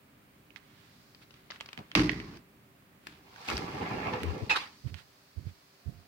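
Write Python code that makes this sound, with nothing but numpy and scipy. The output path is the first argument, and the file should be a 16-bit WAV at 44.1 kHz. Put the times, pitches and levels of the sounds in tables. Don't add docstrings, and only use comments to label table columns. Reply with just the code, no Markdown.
import sys
import numpy as np
from scipy import signal
from scipy.fft import rfft, irfft, next_fast_len
from scipy.io import wavfile
from scipy.ndimage import uniform_filter1d

SR = 44100
rng = np.random.default_rng(int(sys.argv[2]) if len(sys.argv) > 2 else 0)


def dump(signal):
    limited = np.clip(np.atleast_2d(signal).T, -1, 1)
    pcm = np.round(limited * 32767).astype(np.int16)
    wavfile.write(sys.argv[1], SR, pcm)


N = 267907
TIME = np.arange(N) / SR

# (frequency [Hz], relative level [dB])
HOUSE_COLOUR = [(15, -51), (25, -20), (37, -13.5), (120, -1), (316, -5), (352, -24.5), (382, -3),
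                (449, -19), (513, -14.5), (881, -19.5), (1060, -18), (2390, -21), (5520, -34), (14600, -32),
                (15800, -26)]
# (frequency [Hz], relative level [dB])
TREE_COLOUR = [(1000, -17), (2800, -12), (4600, 0), (6000, -8), (8000, -14.5), (15000, -33)]
# (crest time [s], level [dB], half length [s])
GUSTS = [(1.03, -70, .28), (4.75, -67.5, 0.27), (5.497, -69, 0.89)]
# (time [s], nominal peak [dB], ring pitch [Hz],
#   top treble before offset and slope [dB], ring strength [dB], left minus right [dB])
CLICKS = [(0.504, -48.5, 2630, -25, 10, -20), (0.56, -34, 2210, -38, 3, -26),
          (1.147, -44.5, 4630, -29, 9, 5), (1.307, -44.5, 2020, -35, -7, 7), (1.34, -47, 2840, -32, 1, -9),
          (1.503, -33.5, 1750, -50, 3, 1), (1.508, -30.5, 4600, -52, 6.5, 25),
          (1.518, -35.5, 1700, -38, 4, -8), (1.559, -41.5, 1880, -49, 4, -1),
          (1.602, -41, 3190, -23, 8, -4), (1.608, -28, 2200, -21, -1.5, 0),
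          (1.659, -38.5, 4760, -26, 9.5, 4.5), (1.688, -35.5, 2770, -48, 3, 3),
          (1.73, -33, 2560, -23, 2, 1.5), (1.775, -33, 2520, -21, 6, -7.5), (1.788, -37, 2400, -47, 2, 9),
          (1.915, -33.5, 2900, -29, 6, 0.5), (1.951, -9, 2820, -26, 5, 3.5), (1.968, -26, 1850, -42, 22, 9),
          (1.994, -19, 2090, -46, 4, -1), (2.093, -16.5, 1940, -61, 10, -3), (2.115, -32, 1930, -17, 8, 0),
          (2.132, -32.5, 1900, -35, 13, 3), (2.2, -30.5, 1960, -37, 9.5, 3), (2.371, -46, 2900, -18, -1, 3),
          (3.069, -30, 1710, -17, 3.5, 6), (3.36, -40, 1500, -26, 11, -3), (3.486, -21.5, 2250, -21, 14, 6),
          (3.5, -22.5, 1300, -23, 11, 2), (3.512, -28, 1340, -16, 16, -1),
          (3.568, -24.5, 5060, -25, 24, -1), (3.578, -25.5, 2100, -15, 2, 6),
          (4.135, -30, 1200, -41, -2, 4), (4.232, -30, 2130, -6.5, 5, -5),
          (4.942, -35.5, 2880, -19, 3, -10)]
# (frequency [Hz], relative level [dB])
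CLICK_COLOUR = [(100, -2.5), (500, -2), (1150, 1), (1700, 5), (2900, 5.5), (3700, 1.5), (5300, -4),
                (6300, -9.5), (7800, -9.5), (15500, -19)]
# (frequency [Hz], t60 [s])
ROOM_T60 = [(100, .6), (1000, 0.86), (4000, 0.057), (12000, .2)]
# (crest time [s], level [dB], half length [s], left minus right [dB])
BRUSHES = [(0.571, -56, 0.01, -21), (0.796, -64.5, 0.22, -3.5), (1.227, -59, 0.017, 2),
           (1.364, -66, 0.046, 1), (1.544, -56.5, 0.027, 3), (1.712, -65, 0.31, 4),
           (3.117, -58.5, 0.069, -1), (3.458, -50.5, 0.013, -2), (4.886, -56, 0.018, -6),
           (4.989, -54, 0.031, -8), (5.487, -62.5, 0.026, -2)]
# (frequency [Hz], relative level [dB])
RUB_COLOUR = [(300, -19.0), (1000, -3.5), (2000, -2), (4200, -4.5), (6500, -16.0), (15000, -28.5)]
# (frequency [Hz], relative level [dB])
CREAK_COLOUR = [(60, -4), (200, 6), (450, -9.0), (800, -6.5), (1200, -14.0), (2500, -31), (8000, -41)]
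# (time [s], gain on the summed modes [dB])
BLOWS = [(1.925, -56), (1.958, -21.5), (2.002, -24), (2.155, -42), (3.08, -55), (3.17, -63), (3.497, -42),
         (3.905, -39), (4.552, -52)]
# (frequency [Hz], relative level [dB], t60 [s])
PANE_MODES = [(52, -11, .6), (80, -10, .6), (115, -14, .7), (173, -4, .6), (188, -9, .45), (235, -14, .55),
              (257, -11, .45), (297, -.5, .38), (315, -1.5, .38), (362, -11, .42), (402, -14, .42),
              (468, -16, .45), (618, -25, .5), (900, -21, .4)]
# (frequency [Hz], relative level [dB])
BUZZ_COLOUR = [(290, -37), (500, -13), (750, -4), (1100, 0.5), (1500, -6), (2100, -2.5), (3000, -7.5),
               (3600, -10), (4700, -6), (6000, -14.5), (7200, -24), (15500, -39.5)]
# (frequency [Hz], relative level [dB])
RUMBLE_COLOUR = [(20, -13), (45, -14), (80, -2), (170, 1), (330, -1.5), (420, 0.5), (520, -7.5),
                 (650, -11.5), (1200, -51)]
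# (frequency [Hz], relative level [dB])
ROLLER_COLOUR = [(260, -29.5), (450, -13.5), (510, -2), (555, -27), (600, -6), (680, -7.5), (800, -1.5),
                 (1120, -5.5), (1480, -10), (2000, -9), (2600, -11), (3340, -21), (4430, -30), (6000, -44),
                 (8000, -65)]
# (frequency [Hz], relative level [dB])
SEAL_COLOUR = [(1500, -18), (3200, -6), (4700, -3), (5800, -9.5), (7500, -17.5), (10000, -24),
               (15500, -25.5)]
# (frequency [Hz], t60 [s])
ROLLING_FRAME_T60 = [(500, 0.22), (5000, 0.073)]
SQUEAK_FRAME_T60 = [(500, 0.071), (5000, 0.025)]
# (time [s], share of top speed [0-1])
DOOR_SPEED = [(3.47, 0), (3.52, 0.58), (3.7, 0.75), (3.85, 1), (4.13, 0.96), (4.33, .48), (4.49, 0.15),
              (4.54, 0.17)]
# (time [s], extra panel shake [dB], extra roller pressure [dB])
LUMPS = [(3.72, -7.5, -1), (3.83, 3.5, 4), (3.875, -5.5, 0.5), (3.915, 5.5, 1.5), (3.98, 0, 1),
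         (4.04, -3, 0.5), (4.075, 3, 2.5), (4.145, 1, 5), (4.25, 4.5, 0)]
# (crest time [s], level [dB], pitch [Hz], half length [s], left minus right [dB])
BUMPS = [(3.548, -35.5, 68.5, 0.021, 4), (4.288, -29, 82, 0.042, 31), (4.431, -29.5, 102.4, 0.0107, 28)]
# (heel time [s], heel level [dB], heel pitch [Hz], toe delay [s], toe level [dB])
STEPS = [(4.862, -27, 120, 0.075, -39.5), (5.379, -31.5, 81, 0.099, -36), (5.874, -29, 74, .113, -49)]
# (time [s], level [dB])
BOARDS = [(5.469, -34), (5.893, -32.5)]
# (frequency [Hz], relative level [dB])
SCUFF_COLOUR = [(25, -6), (70, 17), (180, 7), (400, -8.5), (800, -26), (2000, -44)]
FLOOR_COLOUR = [(40, -5), (80, 2), (160, 3), (320, -11), (500, -20.5), (1000, -43)]
# (crest time [s], level [dB], half length [s], pitch [Hz])
GROANS = [(4.148, -41, 0.041, 504), (4.384, -47.5, 0.068, 515)]
# (multiple of pitch, relative level [dB])
GROAN_PARTIALS = [(1, 6), (2, -19)]
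# (time [s], pitch [Hz])
SQUEAK_PITCH = [(4.493, 899.5), (4.506, 880.4), (4.515, 817), (4.526, 863), (4.548, 830)]
# (multiple of pitch, relative level [dB])
SQUEAK_PARTIALS = [(1, -1), (2, -4), (3, 4.5), (4, -16), (5, -13), (6, -12), (7, -22), (8, -22), (9, -28)]
# (time [s], level [dB], rise [s], hold [s], t60 [s])
SCRAPES = [(4.494, -28.5, 0.0036, 0.013, 0.27), (4.554, -30, 0.0079, 0.0089, .11),
           (4.596, -43.5, 0.013, 0.021, 0.33)]
# (frequency [Hz], relative level [dB])
SCRAPE_COLOUR = [(120, -55), (300, -17), (520, -1.5), (640, -7.5), (850, 5), (1150, 3.5), (1400, 2),
                 (1850, 3), (2700, 1), (3400, -2), (4100, -0.5), (5300, -8.5), (6500, -18), (15500, -33)]
# (frequency [Hz], left-right correlation [-1 to 1])
PORT_LIKENESS = [(40, 0.82), (150, 0.93), (330, 0.89), (550, 0.36), (900, -0.027), (2000, -0.052),
                 (8000, -0.044)]
# (frequency [Hz], left minus right [dB])
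PORT_TILT = [(100, -0.5), (400, -.7), (900, -2), (2200, -4), (4500, -0.6), (12000, 1)]

WHINE_HZ, EDGE_HZ = 15000, 15900
KNOCK_S, REST_S = 1.951, 2.362
FREE_S, STOP_S = 3.478, 4.494
LUMP_S = 0.015
OUTSIDE_S, YARD_TONE_S = 4.88, 5.79
HEEL_S, TOE_S, TOE_HZ = 0.012, 0.028, 89.7
BOARD_HZ, BOARD_S = 139, 0.0065


def amp(db):
    return 10 ** (np.asarray(db) / 20)


def unit(x):
    return x / np.sqrt(np.mean(x ** 2) + 1e-20)


def read(points, hz):
    f, value = np.transpose(points)
    return np.interp(np.log(hz + 1), np.log(f + 1), value)


def pan(db):
    return amp([[db / 2], [-db / 2]]) / np.sqrt(np.cosh(db * np.log(10) / 20))


def add(mix, s, sound):
    part = mix[:, round(s * SR):][:, :sound.shape[1]]
    part += sound[:, :part.shape[1]]


def lowpass_or_highpass(x, kind, hz):
    return signal.sosfilt(signal.butter(3, hz, kind, fs=SR, output="sos"), x)


def colour(x, points, extra_db=lambda hz: 0, size=4096):
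    hz = abs(np.fft.fftfreq(size, 1 / SR))
    log_gain = np.log(amp(np.maximum(read(points, hz) + extra_db(hz), -100)))
    taps = np.fft.ifft(np.exp(signal.hilbert(log_gain).conj())).real
    return signal.fftconvolve(x, taps[None, :size // 2], axes=1)[:, :x.shape[1]]


def diffuse(x):
    size = next_fast_len(N)
    left, other = rfft(x, size)
    same = np.clip(read(PORT_LIKENESS, np.fft.rfftfreq(size, 1 / SR)), -1, 1)
    right = same * left + np.sqrt(1 - same ** 2) * other
    return unit(irfft(np.array([left, right]), size)[:, :N])


def wander(rate):
    return unit(np.interp(TIME * rate, np.arange(N), rng.standard_normal(N)))


def noise(points):
    return diffuse(colour(rng.standard_normal((2, N)), points))


def grains(points, per_s, spread_db):
    size = amp(spread_db * np.minimum(rng.exponential(1, N), 4))
    size = size * (rng.random(N) < per_s / SR)
    power = signal.lfilter([1], [1, -np.exp(-1000 / SR)], size ** 2)
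    return diffuse(colour(np.sqrt(power) * rng.standard_normal((2, N)), points))


def ring(x, t60s):
    hz, t, z = signal.stft(rng.standard_normal((2, SR // 2)), SR, nperseg=256)
    decay = np.exp(-np.log(1000) * t / read(t60s, hz)[:, None])
    tail = signal.istft(z * decay, SR, nperseg=256)[1]
    wet = signal.fftconvolve(x, tail / np.linalg.norm(tail[0]), axes=1)[:, :N]
    return diffuse(wet) * np.std(x)


def envelope(start, rise_s, hold_s, t60):
    t = TIME - start
    return np.clip(t / rise_s, 0, 1) * amp(-60 * np.maximum(t - rise_s - hold_s, 0) / t60)


def swell(crest, half_s):
    return np.exp(-((TIME - crest) / half_s) ** 2)


def stick_slip(hz, partials, jitter, rough):
    turns = np.cumsum(hz * (1 + jitter * wander(rate=760))) / SR
    tone = sum(amp(level) * np.cos(2 * np.pi * (k * turns + rng.random((2, 1)))) for k, level in partials)
    return unit(tone * (1 + rough * wander(rate=910)))


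def patchy(x, depth_db, width_hz=260, span_s=.035):
    z = signal.stft(x, nperseg=512)[2]
    field = rng.standard_normal(z.shape[1:])
    field = uniform_filter1d(field, max(2, round(width_hz * 512 / SR)), axis=0)
    field = uniform_filter1d(field, max(2, round(span_s * SR / 256)), axis=1)
    return unit(signal.istft(z * amp(depth_db * unit(field)), nperseg=512)[1][:, :N])


def background(hum_db=-63, outside_db=-7, lean_s=0.11, air_db=-63.0, trees_db=-81, split_hz=480,
               whine_db=-80, yard_db=-71, yard_hz=700):
    lean = (1 + np.tanh((TIME - OUTSIDE_S) / lean_s)) / 2
    wash = noise(HOUSE_COLOUR)
    hum = amp(hum_db + outside_db * lean) * unit(lowpass_or_highpass(wash, "low", split_hz))
    air = amp(air_db) * unit(lowpass_or_highpass(wash, "high", split_hz))
    wind = amp(trees_db) + sum(amp(db) * swell(s, half_s) for s, db, half_s in GUSTS)
    yard_level = amp(yard_db) * envelope(YARD_TONE_S, rise_s=0.052, hold_s=0.24, t60=1)
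    yard = yard_level * np.sin(2 * np.pi * yard_hz * TIME)
    whine = amp(whine_db) * np.sin(2 * np.pi * WHINE_HZ * TIME)
    return hum + air + wind * noise(TREE_COLOUR) + yard + whine


def clicks(crest_db=20, ring_octaves=0.32, ring_t60=0.014, snap=1.6, rise_s=0.00082,
           after_db=-23, after_t60=0.19, treble_db=14):
    out, t = np.zeros((2, N)), np.arange(4096) / SR
    fade = amp(-60 * t / ring_t60) + amp(after_db - 60 * t / after_t60)
    fade = fade * (1 - np.exp(-(t / rise_s) ** 2))
    for s, db, pitch, top_db, ring_db, side_db in CLICKS:
        burst = 0.49 * fade * rng.standard_normal((2, len(t)))
        burst[[0, 1], [52, 58]] += snap

        def tint(hz):
            resonance = ring_db * np.exp(-(np.log2((hz + 1) / pitch) / ring_octaves) ** 2)
            return resonance + (top_db + treble_db) * np.clip((hz - 6000) / 3000, 0, .7)

        click = unit(colour(burst, CLICK_COLOUR, tint))
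        add(out, s, amp(db - crest_db) * pan(side_db) * click)
    return out


def brushes():
    rub = grains(RUB_COLOUR, per_s=3500, spread_db=2.5)
    return rub * sum(amp(db) * pan(side_db) * swell(s, half_s) for s, db, half_s, side_db in BRUSHES)


def creak(start_s=1.776, level_db=-43.0, tone_db=-10, start_hz=640, glide_hz_per_s=9000, top_hz=1100):
    slips = grains(CREAK_COLOUR, per_s=3500, spread_db=-0.5)
    hz = np.clip(start_hz + glide_hz_per_s * (TIME - start_s), start_hz, top_hz)
    tone = amp(tone_db) * stick_slip(hz, [(1, 0)], jitter=0.064, rough=.4)
    return amp(level_db) * envelope(start_s, rise_s=0.0017, hold_s=0.016, t60=0.19) * (slips + tone)


def boom(rise_s=0.0036):
    t = np.arange(SR) / SR
    modes = sum(amp(db - 60 * t / t60) * np.sin(2 * np.pi * hz * t) for hz, db, t60 in PANE_MODES)
    return modes * (1 - np.exp(-t / rise_s))


def pane():
    out, ringing = np.zeros((2, N)), pan(0) * boom()
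    for s, db in BLOWS:
        add(out, s, amp(db) * ringing)
    return out


def shudder(rumble_db=-32, buzz_db=-27, late_rumble_db=-47, late_buzz_db=-52.5, dull_hz=360,
            rattle_db_per_s=-8.0):
    rattle = envelope(KNOCK_S, rise_s=0.011, hold_s=REST_S - KNOCK_S, t60=0.13)
    rattle = rattle * amp(rattle_db_per_s * np.maximum(TIME - KNOCK_S, 0))
    rumble = amp(rumble_db) * envelope(KNOCK_S, rise_s=0.022, hold_s=0.022, t60=0.52)
    rumble = rumble + amp(late_rumble_db) * rattle
    buzz = amp(buzz_db) * envelope(KNOCK_S, rise_s=0.0023, hold_s=0.0057, t60=0.44)
    buzz = buzz + amp(late_buzz_db) * rattle
    dull = unit(lowpass_or_highpass(noise(RUMBLE_COLOUR), "low", dull_hz))
    return rumble * dull + buzz * patchy(grains(BUZZ_COLOUR, per_s=1900, spread_db=-0.5), depth_db=1.5)


def breakaway(strain_db, pop_db, build_db_per_s, rise_s, t60):
    build = amp(np.minimum(TIME - FREE_S, 0) * build_db_per_s)
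    strain = build * envelope(FREE_S - .4, rise_s=0.095, hold_s=0.303, t60=.3)
    return amp(strain_db) * strain + amp(pop_db) * envelope(FREE_S, rise_s, hold_s=0.044, t60=t60)


def rolling(rumble_db=-39.5, roller_db=-39, seal_db=-54, rumble_power=0.52, roller_power=1.15,
            seal_power=0.28, rasp_db=0.34):
    speed = np.maximum(np.interp(TIME, *np.transpose(DOOR_SPEED), left=0, right=0), 0)
    shaking_db = sum(db * swell(s, LUMP_S) for s, db, _ in LUMPS)
    pressure_db = sum(db * swell(s, LUMP_S) for s, _, db in LUMPS)

    shake = amp(rumble_db + shaking_db) * speed ** rumble_power
    shake = shake + breakaway(strain_db=-67, pop_db=-45, build_db_per_s=90, rise_s=0.028, t60=0.18)
    rollers = amp(roller_db + pressure_db) * speed ** roller_power
    rollers = rollers + breakaway(strain_db=-46, pop_db=-41.5, build_db_per_s=81, rise_s=0.0065, t60=0.14)
    seal = amp(seal_db) * speed ** seal_power
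    seal = seal + breakaway(strain_db=-51, pop_db=-47, build_db_per_s=78.5, rise_s=0.0054, t60=0.42)

    rasp = amp(rasp_db * wander(rate=120))
    grit = grains(ROLLER_COLOUR, per_s=1100, spread_db=2.5)
    framed = unit(0.99 * grit + ring(grit, ROLLING_FRAME_T60))
    rumble = unit(rasp * grains(RUMBLE_COLOUR, per_s=900, spread_db=1.5))
    hiss = grains(SEAL_COLOUR, per_s=4300, spread_db=3.0)
    return shake * rumble + rollers * patchy(rasp * framed, depth_db=2.0) + seal * hiss


def thumps(scuff_db=-12, sole_db=-18, heel_side_db=-22, toe_side_db=-11):
    scuff = unit(colour(rng.standard_normal((2, N)), SCUFF_COLOUR))

    def jolt(s, db, hz, half_s, side_db):
        push = swell(s, half_s)
        wave = push * np.cos(2 * np.pi * hz * (TIME - s))
        return amp(db) * pan(side_db) * (wave + amp(scuff_db) * np.sqrt(push) * scuff)

    out = sum(jolt(*row) for row in BUMPS)
    out = out + sum(jolt(s, db, BOARD_HZ, BOARD_S, heel_side_db) for s, db in BOARDS)
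    floor = noise(FLOOR_COLOUR)
    for s, heel_db, hz, delay_s, toe_db in STEPS:
        heel = jolt(s, heel_db, hz, HEEL_S, heel_side_db)
        sole_level = amp(heel_db + sole_db) * pan(toe_side_db)
        sole = sole_level * envelope(s, rise_s=.014, hold_s=0.0073, t60=0.4) * floor
        toe = jolt(s + delay_s, toe_db, TOE_HZ, TOE_S, toe_side_db)
        out = out + heel + sole + toe
    return out


def stop(squeak_db=-25.5, frame_db=-6):
    groan = sum(amp(db) * swell(s, half_s) * stick_slip(hz, GROAN_PARTIALS, jitter=0.1, rough=0.41)
                for s, db, half_s, hz in GROANS)
    squeak_hz = np.interp(TIME, *np.transpose(SQUEAK_PITCH))
    squeak = stick_slip(squeak_hz, SQUEAK_PARTIALS, jitter=0.017, rough=0.23)
    squeak = amp(squeak_db) * envelope(STOP_S, rise_s=.012, hold_s=0.013, t60=0.14) * squeak
    framed = squeak + amp(frame_db) * ring(squeak, SQUEAK_FRAME_T60)
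    drag = sum(amp(db) * envelope(s, rise_s, hold_s, t60) for s, db, rise_s, hold_s, t60 in SCRAPES)
    scrape = drag * patchy(grains(SCRAPE_COLOUR, per_s=3400, spread_db=0.0), depth_db=3.0)
    return groan + framed + scrape


def scene(room_db=-13):
    hits = clicks()
    room = amp(room_db) * ring(hits, ROOM_T60)
    door = hits + room + creak() + pane() + shudder() + rolling() + stop()
    return background() + door + brushes() + thumps()


def record(dry, low_cut_hz=38):
    dry = lowpass_or_highpass(dry, "high", low_cut_hz)
    size = next_fast_len(N + 2048)
    tilt_db = read(PORT_TILT, np.fft.rfftfreq(size, 1 / SR))
    heard = irfft(rfft(dry, size) * amp([tilt_db / 2, -tilt_db / 2]), size)[:, :N]
    band_limit = signal.firwin(511, EDGE_HZ, window=("kaiser", 9), fs=SR)
    return signal.oaconvolve(heard, band_limit[None], "same")


dry = scene()
out = record(dry)
dump(out)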